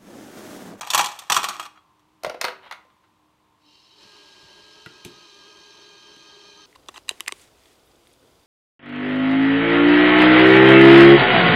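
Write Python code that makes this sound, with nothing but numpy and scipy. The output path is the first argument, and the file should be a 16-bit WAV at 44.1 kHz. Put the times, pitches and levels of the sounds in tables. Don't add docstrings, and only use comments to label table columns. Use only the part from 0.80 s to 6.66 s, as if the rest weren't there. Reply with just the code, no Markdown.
import sys
import numpy as np
from scipy import signal
from scipy.fft import rfft, irfft
from scipy.io import wavfile
from scipy.ndimage import uniform_filter1d

SR = 44100
rng = np.random.default_rng(int(sys.argv[2]) if len(sys.argv) > 2 else 0)


def to_wav(sig):
    pcm = np.clip(np.atleast_2d(sig), -1, 1) * 32767
    pcm = np.round(pcm).astype(np.int16)
    wavfile.write(sys.argv[1], SR, pcm.T)


N = 258426
TIME = np.arange(N) / SR
HIT_TIME = TIME[:SR // 3]

# start_s, crack_db, wall_ring_db
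CUP_HITS = [(0.0097, -23, -21), (0.031, -48.5, -23), (0.0717, -28, -27.5), (0.1027, -11, -24),
            (0.1344, -11, -14.5), (0.1463, -5.5, -4), (0.177, -9, -10.5), (0.186, -13.5, -21),
            (0.192, -11, -4.5), (0.209, -13, -13.5), (0.243, -17, -17), (0.259, -16, -22.5),
            (0.317, -31.5, -38), (0.389, -25, -37), (0.499, -11, -7.5), (0.52, -5.5, -7), (0.544, -12, -18),
            (0.558, -17, -27), (0.5646, -8, -4), (0.6303, -20, -19), (0.6411, -14, -12), (0.686, -16, -17),
            (0.706, -36, -21.5), (0.753, -44, -28), (0.796, -24, -18.5), (0.8271, -33, -32.5),
            (0.853, -35.5, -29.5), (0.9572, -66, -43), (0.9731, -64, -40.5), (1.193, -57.5, -58)]
# freq_hz, density_db_per_hz
CUP_CRACK = [(1500, -11), (2150, -17.5), (2450, -8.5), (2950, -7), (3280, -0.5), (3700, -6), (4550, -6),
             (5050, -11.5), (5700, -5.5), (8500, -10), (10500, -20.5), (13500, -17), (15100, -21),
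             (16000, -46.5)]
# freq_hz, density_db_per_hz
CUP_WALL = [(550, -11.5), (720, -6), (850, -1.5), (1000, -6), (1150, 0), (1320, -2), (1550, -14.5),
            (1850, -12), (2100, -20.5), (2400, -11)]
EMPTY_CUP_HZ, FILLED_CUP_HZ = 930, 1240
# start_s, run_up_s, gearbox_ring_db, rubbing_db, frame_rumble_db
MOTORS = [(2.79, 0.13, -59.5, -62.5, -70), (3.14, 0.079, -58.5, -55, -58.5)]


def undb(db):
    return 10 ** (np.asarray(db) / 20)


def unit(x):
    return x / np.sqrt(np.mean(x ** 2) + 1e-20)


def ramp(start_s, length_s):
    return np.clip((TIME - start_s) / length_s, 0, 1)


def walk(rate):
    step = max(int(SR / rate), 1)
    targets = rng.standard_normal(N // step + 1)
    return unit(uniform_filter1d(np.repeat(targets, step), step)[:N])


def add(track, s, sound):
    start = max(int(s * SR), 0)
    track[start:start + len(sound)] += sound[:N - start]


def noise(spectrum, n):
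    hz, db = np.transpose(spectrum)
    octave = np.log2(np.fft.rfftfreq(n, 1 / SR) + 1)
    points = np.log2(hz)
    outside = np.maximum(points[0] - octave, 0) + np.maximum(octave - points[-1], 0)
    gain = undb(np.interp(octave, points, db) - 30 * outside)
    return unit(irfft(rfft(rng.standard_normal(n)) * gain, n))


def resonant_noise(peaks):
    f = np.fft.rfftfreq(N, 1 / SR)
    power = 0
    for hz, width, db in peaks:
        power = power + undb(db) ** 2 / width / (1 + ((f - hz) / width) ** 2) ** 2
    return unit(irfft(rfft(rng.standard_normal(N)) * np.sqrt(power), N))


def tone(hz, db, jitter, jitter_rate, waver_db, waver_rate):
    phase = 2 * np.pi * np.cumsum(hz * (1 + jitter * walk(jitter_rate))) / SR
    return np.sqrt(2) * undb(db + waver_db * walk(waver_rate)) * np.sin(phase)


def fade(t60):
    return np.exp(-np.log(1000) * HIT_TIME / t60)


def burst(spectrum, t60, rise_s, tail_db, tail_t60):
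    decay = fade(t60) + undb(tail_db) * fade(tail_t60)
    envelope = (1 - np.exp(-HIT_TIME / rise_s)) * decay
    blow = noise(spectrum, len(HIT_TIME)) * envelope
    return blow * np.sqrt(np.sum(envelope ** 2) / np.sum(blow ** 2))


def ring(modes, scatter_db, detune):
    hz, db, t60 = np.transpose(modes)
    level_chance, sign_chance, pitch_chance = rng.standard_normal((len(hz), 3)).T
    gain = undb(db + scatter_db * level_chance) * np.sign(sign_chance)
    t = HIT_TIME.astype(np.float32)
    omega = (2 * np.pi * hz * (1 + detune * pitch_chance)).astype(np.float32)
    damping = (np.log(1000) / t60).astype(np.float32)
    decay = np.exp(np.maximum(-np.outer(damping, t), -20))
    waves = np.sin(np.outer(omega, t)) * decay
    contact = 1 - np.exp(-HIT_TIME / 0.0016)
    return contact * np.einsum("k,kt->t", gain, waves) / np.sqrt(np.sum(gain ** 2) / 2)


def room(x, wet_db, low_t60, high_t60, first_echo_s):
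    hiss = rng.standard_normal(len(HIT_TIME))
    low = signal.sosfilt(signal.butter(2, 2500, fs=SR, output="sos"), hiss)
    high = signal.sosfilt(signal.butter(2, 2500, "high", fs=SR, output="sos"), hiss)
    echoes = (low * fade(low_t60) - high * fade(high_t60)) * (HIT_TIME > first_echo_s)
    return x + undb(wet_db) * signal.fftconvolve(x, echoes / np.linalg.norm(echoes))[:N]


def shards(spectrum, t60, count):
    hz = rng.uniform(2170, 14290, count)
    db = np.interp(hz, *np.transpose(spectrum))
    return ring(np.column_stack([hz, db, np.full(count, t60)]), scatter_db=9.0, detune=0)


def slide(crack, body, crack_db, rate, spread_db, count=5):
    out = np.zeros(N)
    for _ in range(count):
        gap, strength, side = rng.random((1500, 3)).T
        wait_s = -np.log(1 - gap) * count / rate
        at = (np.cumsum(wait_s) * SR).astype(int)
        size_db = spread_db * np.minimum(-np.log(1 - strength), 4)
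        size = undb(size_db) * np.sign(side - .5)
        contacts = np.bincount(at[at < N], size[at < N], N)
        tick = burst(crack, t60=0.012, rise_s=.0002, tail_db=-22, tail_t60=0.092)
        knock = burst(body, t60=0.036, rise_s=0.00017, tail_db=-24.5, tail_t60=0.35)
        out += signal.oaconvolve(contacts, undb(crack_db) * tick + knock)[:N]
    return unit(out)


def stir(hits, lead_s, settle_t60, give):
    power = np.zeros(N)
    shape = np.minimum(HIT_TIME / (2 * lead_s), 1) ** 2 * fade(settle_t60)
    for s, crack_db, body_db, *_ in hits:
        strength = undb(give * max(crack_db, body_db))
        add(power, s - lead_s, (strength * shape) ** 2)
    return np.sqrt(power)


def workshop():
    # freq_hz, density_db_per_hz
    room_colour = [(25, -21.5), (50, -12), (114, -8.5), (195, -10.5), (260, -13), (305, -16.5), (360, -11),
                   (450, -16), (695, -15), (1040, -7), (1480, -20), (3430, -22), (5000, -28.5),
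                   (15000, -37.5)]
    # freq_hz, level_db
    fan_lines = [(204.6, -82), (306.8, -72), (915, -77), (1039, -73.5)]
    out = noise(room_colour, N) * undb(-65 + .6 * walk(2))
    for hz, db in fan_lines:
        out += tone(hz, db, jitter=6.2 / hz, jitter_rate=27, waver_db=3.5, waver_rate=12.0)
    return out


def bumps():
    # start_s, centre_hz, level_db
    bump_list = [(1.448, 50, -55), (1.471, 140, -41), (3.248, 136, -53.5), (3.629, 94, -51),
                 (3.811, 74.5, -58)]
    out = np.zeros(N)
    for s, hz, db in bump_list:
        band = [(hz / np.sqrt(2), 0), (hz * np.sqrt(2), 0)]
        thud = burst(band, t60=0.094, rise_s=0.0038, tail_db=-20, tail_t60=.3)
        add(out, s, undb(db) * thud)
    return out


def clunks():
    # start_s, click_db, clack_db, frame_thud_db
    clunk_list = [(4.0604, -42, -31.5, -39.5), (4.249, -29.5, -48, -33.5), (5.363, -51, -54, -51.5)]
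    # freq_hz, density_db_per_hz
    click_colour = [(880, -42), (1500, -11.5), (3880, 0), (4870, -17), (6120, -8.5), (12000, -15.5),
                    (15400, -27), (16000, -49)]
    clack_colour = [(290, -45), (500, -10), (1100, -18), (1430, 0.5), (1740, -22), (1980, -8), (2240, -18),
                    (2700, -13), (3500, -21), (4550, -48), (7700, -120)]
    thud_colour = [(80, -15), (150, 8), (230, 0), (350, 9), (430, 2), (600, -21), (900, -11)]
    # freq_hz, level_db, t60_s
    frame_modes = [(124, 1, 0.19), (200, -4, .1), (262, -6, 0.082), (309, 9, 0.38), (353, 16, 0.19),
                   (396, -14, 0.13)]
    out = np.zeros(N)
    for s, click_db, clack_db, thud_db in clunk_list:
        click = burst(click_colour, t60=0.011, rise_s=0.00017, tail_db=-15.0, tail_t60=0.13)
        clack = burst(clack_colour, t60=0.049, rise_s=0.0018, tail_db=-33, tail_t60=.12)
        thud = burst(thud_colour, t60=.06, rise_s=.002, tail_db=-12, tail_t60=.33)
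        thud += undb(-15) * ring(frame_modes, scatter_db=5, detune=0.022)
        add(out, s, undb(click_db) * click + undb(clack_db) * clack)
        add(out, s + 0.0029, undb(thud_db) * thud)
    return room(out, wet_db=-13, low_t60=0.24, high_t60=0.19, first_echo_s=0.0094)


def hum(load):
    # multiple, level_db
    hum_orders = [(1, -3.5), (3, -4.5), (6, -7)]
    free_hz, sag_hz = 420, 8
    free_db, load_db = -65.5, 6
    hz = (free_hz - sag_hz * load) * (1 + .014 * walk(60) + .01 * walk(4))
    phase = 2 * np.pi * np.cumsum(hz) / SR
    out = 0
    for k, db in hum_orders:
        level = undb(free_db + load_db * load + db + 3 * walk(22))
        out = out + np.sqrt(2) * level * np.sin(k * phase)
    return out


def whine(load):
    teeth = tone(1622, -62.5 + 1.5 * load, jitter=0.0013, jitter_rate=55, waver_db=-1.3, waver_rate=15)
    start_s, run_up_s = MOTORS[0][:2]
    full_speed_hz, lag_hz, spin_up_s = 3167, 525, 0.33
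    hz = full_speed_hz - lag_hz * np.exp(-np.maximum(TIME - start_s, 0) / spin_up_s)
    roughness = .009 + .025 * (1 - load)
    pinion = tone(hz, -67.5 + 7 * load, jitter=roughness, jitter_rate=160, waver_db=2.5, waver_rate=40)
    return ramp(3.19, 0.08) * teeth + ramp(start_s, run_up_s) * pinion


def motors(shaft_hz=22, flutter=0.081):
    # freq_hz, half_width_hz, level_db
    gears_early = [(2450, 19, -36), (2820, 17, -7.5), (3098, 25, -2), (3870, 25, -3.5), (4106, 88, -2),
                   (4480, 110, -2), (5200, 17, -3), (5340, 360, -9)]
    gears_late = [(2510, 120, -3), (3115, 100, 1.5), (3710, 33, 0), (4016, 35, 3), (4400, 210, 3.5),
                  (5000, 70, -10.5), (5340, 10, -1.5), (6150, 170, 1)]
    # freq_hz, density_db_per_hz
    rub_colour = [(1060, -47), (1800, -13), (2220, -12), (2460, -6.5), (2840, -4.5), (3090, -2), (3510, -8),
                  (3990, -2.5), (4530, -4.5), (4920, -11), (6180, -10), (6590, -14.5), (14500, -34.5),
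                  (15400, -44), (16000, -71)]
    rumble_colour = [(50, -11), (110, -20.5), (180, -10), (255, -15.5), (330, -2), (420, -2.5), (498, -18),
                     (592, -5.5), (725, -20), (910, -3.5), (1130, -12.5), (1260, -17.5), (1600, -12),
                     (2100, -22)]

    power = 0
    for start_s, run_up_s, *levels_db in MOTORS:
        power = power + np.outer(undb(levels_db), ramp(start_s, run_up_s)) ** 2
    gear_gain, rub_gain, rumble_gain = np.sqrt(power)

    both_s, run_up_s = MOTORS[-1][:2]
    bedding_in_db_per_s = 1.08
    bedded_db = bedding_in_db_per_s * np.maximum(TIME - both_s, 0)

    load_change_s, load_ramp_s = 4.3, 0.83
    load = ramp(load_change_s - load_ramp_s / 2, load_ramp_s)
    gears = np.sqrt(1 - load) * resonant_noise(gears_early)
    gears += np.sqrt(load) * resonant_noise(gears_late)
    gears *= gear_gain * undb(bedded_db + 0.41 * walk(25))
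    rubbing = noise(rub_colour, N) * rub_gain * undb(-bedded_db + 0.27 * walk(7.5))

    turns = np.cumsum(shaft_hz * (1 + 0.0053 * walk(4.8))) / SR
    beats = sum(np.cos(2 * np.pi * (k * turns + rng.random())) for k in range(2, 7))
    pulsing = 1 + flutter * beats
    rumble = noise(rumble_colour, N) * rumble_gain * undb(1.2 * walk(22))
    return pulsing * (gears + rubbing) + rumble + ramp(both_s, run_up_s) * hum(load) + whine(load)


def hopper():
    # start_s, crack_db, clack_db, drum_knock_db
    tumbles = [(1.4344, -30, -38, -24.5), (1.4465, -26, -20, -15.5), (1.4645, -34, -41, -16),
               (1.4966, -31.5, -27.5, -22.5), (1.545, -47, -36.5, -25.5), (1.6128, -16.5, -20.5, -22.5),
               (1.642, -20.5, -17.5, -19.5), (1.6496, -22, -18, -45), (1.682, -35, -20.5, -26),
               (1.9112, -36, -26, -58), (1.923, -37.5, -29, -63), (2.0504, -67, -60, -50),
               (2.1, -76, -56.5, -66), (2.2375, -77, -57, -61)]
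    # freq_hz, density_db_per_hz
    crack_colour = [(2000, -5), (2600, -6), (3300, -16), (4400, -3.5), (5500, -8), (7900, -19), (8900, -15),
                    (10300, -21), (14700, -20), (16000, -45.5)]
    clack_colour = [(380, -21), (650, -11.5), (963, -0.5), (1180, -5.5), (1410, 1.5), (1850, -13),
                    (2090, -3.5), (2290, -12), (3200, -13.5), (4160, -15), (7040, -120)]
    knock_colour = [(35, -28), (70, -30), (135, -23), (200, -21), (280, -11.5), (360, -0.5), (415, -28),
                    (490, 7.5), (640, 10), (900, -22)]
    # freq_hz, level_db, t60_s
    drum_modes = [(377.7, -7, 0.49), (503.4, 3, 0.17), (556, -10, 0.088), (623, -1, 0.23), (640, 3.5, 0.25),
                  (736, 8, .1)]
    moving = undb(-12.5) * stir(tumbles, lead_s=0.017, settle_t60=0.13, give=0.76)
    scrape_s, scrape_width_s = 1.862, 0.032
    moving += undb(-45) * np.exp(-((TIME - scrape_s) / scrape_width_s) ** 2)
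    out = moving * slide(crack_colour, clack_colour, crack_db=-18, rate=780, spread_db=1.5)
    for s, crack_db, clack_db, knock_db in tumbles:
        crack = burst(crack_colour, t60=.016, rise_s=.0003, tail_db=-23, tail_t60=.14)
        crack += undb(-8.5) * shards(crack_colour, t60=0.028, count=16)
        clack = burst(clack_colour, t60=0.039, rise_s=0.00088, tail_db=-28, tail_t60=0.14)
        knock = burst(knock_colour, t60=0.026, rise_s=0.0017, tail_db=-26, tail_t60=0.22)
        knock += undb(-16) * ring(drum_modes, scatter_db=4, detune=0.014)
        add(out, s, undb(crack_db) * crack + undb(clack_db) * clack + undb(knock_db) * knock)
    return room(out, wet_db=-10.0, low_t60=.4, high_t60=0.22, first_echo_s=0.0067)


def focus(table, pitch_hz, depth_db, octaves):
    rows = np.array(table, float)
    near = np.exp(-(np.log2(rows[:, 0] / pitch_hz) / octaves) ** 2)
    is_wall = rows[:, 0] < 1500
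    rows[:, 1] -= depth_db * (1 - near) * is_wall
    return rows


def cup_blow(crack_db, wall_db, pitch_hz):
    # freq_hz, level_db, t60_s
    cup_modes = [(829, 2, .26), (958, -1, .2), (1006, -1, .2), (1110, 0, .2), (1159, -1, .2),
                 (1255, -4, .18), (1345, -6, .14), (1405, -7, .14), (1939, -14, .12), (2365, -11, .12),
                 (2513, -6, .15), (2636, -11, .1), (2812, -10, .11), (3285, -4, .14), (4050, -10, .1),
                 (4600, -9, .06), (5783, -11, .07), (6660, -11, .05)]
    # freq_hz, density_db_per_hz
    thump_colour = [(29, -50.5), (50, -25.5), (184, -2), (286, -9), (363, 1), (477, -9), (559, -29),
                    (750, 3.5), (980, -29), (1650, -120)]
    crack = burst(CUP_CRACK, t60=.021, rise_s=.002, tail_db=-24, tail_t60=.15)
    crack += undb(-7) * shards(CUP_CRACK, t60=.028, count=10)
    wall_colour = focus(CUP_WALL, pitch_hz, depth_db=9, octaves=.33)
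    wall = burst(wall_colour, t60=.02, rise_s=.0014, tail_db=-25, tail_t60=.15)
    wall_modes = focus(cup_modes, pitch_hz, depth_db=17.0, octaves=0.48)
    wall += undb(-14.5) * ring(wall_modes, scatter_db=0.5, detune=0.0019)
    thump = burst(thump_colour, t60=.05, rise_s=0.0075, tail_db=-15, tail_t60=.25)
    return undb(crack_db) * crack + undb(wall_db) * (wall + undb(-21.5) * thump)


def jostle(filled):
    moving = stir(CUP_HITS, lead_s=0.011, settle_t60=0.36, give=0.54)
    moving *= 1 - ramp(0.86, 0.027)
    out = 0
    for pitch_hz, share in ((EMPTY_CUP_HZ, 1 - filled), (FILLED_CUP_HZ, filled)):
        wall = focus(CUP_WALL, pitch_hz, depth_db=9, octaves=.3)
        contacts = slide(CUP_CRACK, wall, crack_db=1, rate=300, spread_db=2.5, count=4)
        out = out + np.sqrt(share) * contacts
    return undb(-26.5) * moving * out


def cup():
    times, cracks_db, _ = np.transpose(CUP_HITS)
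    landed = np.cumsum(undb(cracks_db))
    filled = (landed / landed[-1]) ** 2
    out = jostle(np.interp(TIME, times, filled))
    pitches = EMPTY_CUP_HZ + (FILLED_CUP_HZ - EMPTY_CUP_HZ) * filled
    delays = 0.0055 * (.5 + rng.random(len(CUP_HITS)))
    for (s, crack_db, wall_db), pitch_hz, delay in zip(CUP_HITS, pitches, delays):
        add(out, s, cup_blow(crack_db, wall_db, pitch_hz))
        add(out, s + delay, undb(-7) * cup_blow(crack_db, wall_db, pitch_hz))
    return room(out, wet_db=-13.0, low_t60=0.49, high_t60=0.33, first_echo_s=0.0019)


def scene():
    return (workshop() + bumps() + clunks() + motors() + hopper() + cup())[None]


def record(dry):
    rounded = np.tanh(dry)
    thin = signal.sosfilt(signal.butter(2, 40, "high", fs=SR, output="sos"), rounded)
    return signal.sosfilt(signal.ellip(8, .2, 70, 15700, fs=SR, output="sos"), thin)


dry = scene()
out = record(dry)
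to_wav(out)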